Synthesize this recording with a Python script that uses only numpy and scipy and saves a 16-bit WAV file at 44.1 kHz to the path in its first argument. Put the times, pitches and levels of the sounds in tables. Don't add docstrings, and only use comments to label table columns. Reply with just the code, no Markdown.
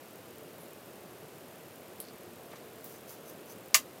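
import sys
import numpy as np
from scipy import signal
from scipy.fft import rfft, irfft
from scipy.io import wavfile

SR = 44100
rng = np.random.default_rng(int(sys.argv[2]) if len(sys.argv) > 2 else 0)


def output_pcm(signal):
    pcm = np.clip(np.atleast_2d(signal).T, -1, 1) * 32767
    wavfile.write(sys.argv[1], SR, np.round(pcm).astype(np.int16))


N = 176400
TIME = np.arange(N) / SR
FREQ = np.maximum(np.fft.rfftfreq(N, 1 / SR), 1)


def from_db(db):
    return 10 ** (np.asarray(db) / 20)


def noise(gains):
    x = irfft(rfft(rng.standard_normal(N)) * gains, N)
    return x / x.std()


def colour(points):
    hz, db = np.transpose(points)
    return from_db(np.interp(np.log(FREQ), np.log(hz), db))


def hump(hz, octaves):
    return np.exp(-.5 * (np.log2(FREQ / hz) / octaves) ** 2)


def drift(rate_hz):
    return noise(1 / (1 + (FREQ / rate_hz) ** 2))


def dying(start_s, t60_s, rise_s=0):
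    age = np.maximum(TIME - start_s, 0)
    attack = 1 - np.exp(-age / max(rise_s, 1 / SR))
    return attack * from_db(-60 * np.minimum(age / t60_s, 10))


def swell(peak_s, rise_s, fall_s):
    return np.exp(-.5 * ((TIME - peak_s) / np.where(TIME < peak_s, rise_s, fall_s)) ** 2)


def clicks(rows):
    out = np.zeros(N)
    for start_s, db in rows:
        out[int(start_s * SR)] += from_db(db)
    return out


def ring(x, hz, t60_s):
    radius, angle = np.exp(-np.log(1000) / (t60_s * SR)), 2 * np.pi * hz / SR
    return signal.lfilter([.5, 0, -.5], [1, -2 * radius * np.cos(angle), radius * radius], x + 1e-18)


def ring_modes(x, modes, soft_hz=np.inf):
    return sum((-1) ** k * from_db(db) / (1 + (hz / soft_hz) ** 2) * ring(x, hz, t60_s)
               for k, (hz, db, t60_s) in enumerate(modes))


# freq_hz, level_db
AIR_EQ = [(25, -41), (45, -37), (65, -21.5), (100, -5), (170, -2), (280, -1.5), (430, 0), (620, -1.5),
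          (850, -8.5), (1300, -11), (2000, -15), (2700, -15.5), (3800, -19.5), (6000, -22.5), (9000, -23),
          (13000, -20), (15500, -29)]
# pitch_hz, boost_db
AIR_PEAKS = [(355, 4), (438, 2.3)]
# time_s, gain_db
RUSH_RIDE = [(0, -2.5), (.36, -0.3), (.46, 2.8), (.8, -0.5), (1.4, 0.7), (1.8, -0.3), (2.4, 1), (3.2, 0.5),
             (4, 1.5)]


def air():
    bed_db, rush_top_hz, waver_db = -50.5, 895, 1.43
    peaks = from_db(sum(db * hump(hz, octaves=.035) for hz, db in AIR_PEAKS))
    bed = from_db(bed_db) * noise(colour(AIR_EQ) * peaks)
    rush = irfft(rfft(bed) / (1 + (FREQ / rush_top_hz) ** 2) ** 2, N)
    hiss = bed - rush
    rush_db = np.interp(TIME, *np.transpose(RUSH_RIDE)) + waver_db * drift(rate_hz=24)
    return hiss + from_db(rush_db) * rush


# pitch_hz, gain_db, t60_s
BUZZ_MODES = [(6800, -11, 0.0036), (9340, -3.5, 0.003), (12700, -1, .002), (14700, 4, 0.0022)]


def electrical_ticking():
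    first_s, period_s, pair_gap_s, jitter_s = .0081, .025006, .0007, .00004
    click_db, spread_db = -47.5, 2.6
    pair_starts = np.arange(first_s, TIME[-1] - period_s / 2, period_s)
    late, louder = rng.standard_normal((2, len(pair_starts), 2))
    starts = pair_starts[:, None] + [0, pair_gap_s] + jitter_s * late
    levels = click_db + spread_db * louder
    return ring_modes(clicks(zip(starts.ravel(), levels.ravel())), BUZZ_MODES)


def dropper_brush():
    stroke = swell(peak_s=.622, rise_s=.022, fall_s=.022)
    return from_db(-58.5) * stroke * noise(hump(hz=11300, octaves=.2))


# freq_hz, level_db
PALETTE_TICK = [(700, -28), (2500, -17), (4800, -10), (6800, -25), (8500, -2), (11000, 1.5), (12300, 0),
                (13600, 0), (15800, -13)]
# freq_hz, level_db
CAP_TICK = [(1500, -23), (6500, -16), (9500, -14), (11000, -6), (14300, 0), (15800, -3)]
# start_s, level_db, tail_t60_s, eq_table
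TICKS = [(2.0021, -26.5, 0.12, PALETTE_TICK), (2.8432, -31, 0.27, CAP_TICK)]


def contact_ticks():
    snap_db, tail_db = -4, -14.5
    out = np.zeros(N)
    for start_s, db, tail_t60_s, eq in TICKS:
        snap = from_db(snap_db) * dying(start_s, t60_s=.0061)
        tail = from_db(tail_db) * dying(start_s, tail_t60_s)
        out += from_db(db) * (snap + tail) * noise(colour(eq))
    return out


def bench_reflections(x):
    response = rng.standard_normal(N) * dying(0, t60_s=.13)
    return signal.fftconvolve(x, response / np.linalg.norm(response))[:N]


# start_s, level_db
POPS = [(2.0165, -46), (2.029, -47), (2.0415, -44), (2.052, -41), (2.073, -43), (2.0855, -39),
        (2.0983, -46)]


def dropper_pops():
    pops = ring(clicks(POPS), hz=4500, t60_s=.0037)
    return pops + from_db(-4) * bench_reflections(pops)


# start_s, level_db, pitch_hz
FINGER_BUMPS = [(2.512, -51, 2500), (2.53, -47.5, 850), (2.5552, -50, 3500), (2.599, -56, 2000)]
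# pitch_hz, gain_db, t60_s
PALETTE_MODES = [(647, -33, 0.1), (1070, -32.5, 0.14), (1180, -27, 0.11), (1235, -30.5, 0.13),
                 (1730, -37, 0.12), (1810, -25, 0.077), (1950, -33, .09), (2040, -27, 0.12),
                 (2238, -26.5, 0.073), (2392, -33, 0.092), (2650, -31, .1), (2767, -27.5, 0.11),
                 (2985, -29, 0.095), (3140, -40, 0.15)]


def grip():
    push_gain_db = 31.5
    scuffs = sum(from_db(db) * dying(start_s, t60_s=.1, rise_s=.0033) * noise(hump(hz, octaves=1))
                 for start_s, db, hz in FINGER_BUMPS)
    pushes = clicks([(start_s, db + push_gain_db) for start_s, db, _ in FINGER_BUMPS])
    return scuffs + ring_modes(pushes, PALETTE_MODES, soft_hz=750)


# peak_s, rise_s, fall_s, rub_db, ring_db
CAP_TURNS = [(2.865, .015, 0.069, -55.5, -78), (2.95, 0.018, 0.022, -68, -69),
             (3.112, 0.025, 0.028, -50, -65), (3.298, 0.027, 0.015, -52.5, -63),
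             (3.515, 0.022, 0.012, -51.5, -59)]
# freq_hz, level_db
THREAD_EQ = [(900, 1.5), (2500, -14), (4000, -10), (5500, -4), (8500, -8), (11000, -1.5), (12500, -4),
             (14300, 1), (15800, -6)]


def cap_turns():
    grain_db = 3
    grain = from_db(grain_db * drift(rate_hz=300))
    rub = grain * noise(colour(THREAD_EQ))
    ringing = noise(hump(hz=6170, octaves=.06))
    return sum(swell(peak_s, rise_s, fall_s) * (from_db(rub_db) * rub + from_db(ring_db) * ringing)
               for peak_s, rise_s, fall_s, rub_db, ring_db in CAP_TURNS)


# start_s, level_db
BOTTLE_CONTACTS = [(3.7430, -31), (3.74456, -0.5), (3.7494, -21), (3.7535, -13)]
# pitch_hz, gain_db, t60_s
CRACK_MODES = [(2140, -15.5, .016), (4860, -6, 0.0034), (5970, -1.3, 0.0025), (10300, -14.5, 0.0068)]
# pitch_hz, gain_db, t60_s
BOTTLE_MODES = [(3882, -38, 0.17), (4600, -29.5, 0.13), (5003, -27, 0.11), (5730, -35, 0.11),
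                (6292, -34, 0.074), (6439, -33, 0.098), (6626, -30, 0.099), (6870, -23, 0.09),
                (7166, -27, 0.062), (7800, -24, 0.076), (8820, -26.5, .09), (11640, -34, 0.074),
                (13590, -25, 0.069)]
# freq_hz, level_db
KNOCK_TAIL_EQ = [(200, -36), (600, -13), (1150, -6), (1500, -4.5), (2100, -4.5), (2800, 1), (3400, -4),
                 (4800, -3), (7000, 1.5), (8300, -5), (10300, -2.5), (13600, -2), (15500, -7.5)]


def bottle_knock():
    contacts = clicks(BOTTLE_CONTACTS)
    crack = sum(from_db(db) * ring(contacts, hz, t60_s) for hz, db, t60_s in CRACK_MODES)
    landing_s, landing_db = max(BOTTLE_CONTACTS, key=lambda row: row[1])
    body = ring_modes(clicks([(landing_s, landing_db)]), PALETTE_MODES + BOTTLE_MODES)
    tail_envelope = from_db(landing_db - 14.5) * dying(landing_s, t60_s=.11, rise_s=.0019)
    return crack + body + tail_envelope * noise(colour(KNOCK_TAIL_EQ))


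def scene():
    low_cut_hz = 500
    low_cut = signal.butter(4, low_cut_hz, "high", fs=SR, output="sos")
    ambience = air() + electrical_ticking()
    props = dropper_brush() + contact_ticks() + dropper_pops() + grip() + cap_turns() + bottle_knock()
    return (ambience + signal.sosfilt(low_cut, props))[None]


def record(dry):
    high_cut_hz = 15850
    return signal.sosfilt(signal.ellip(12, .1, 70, high_cut_hz, fs=SR, output="sos"), dry)


dry = scene()
out = record(dry)
output_pcm(out)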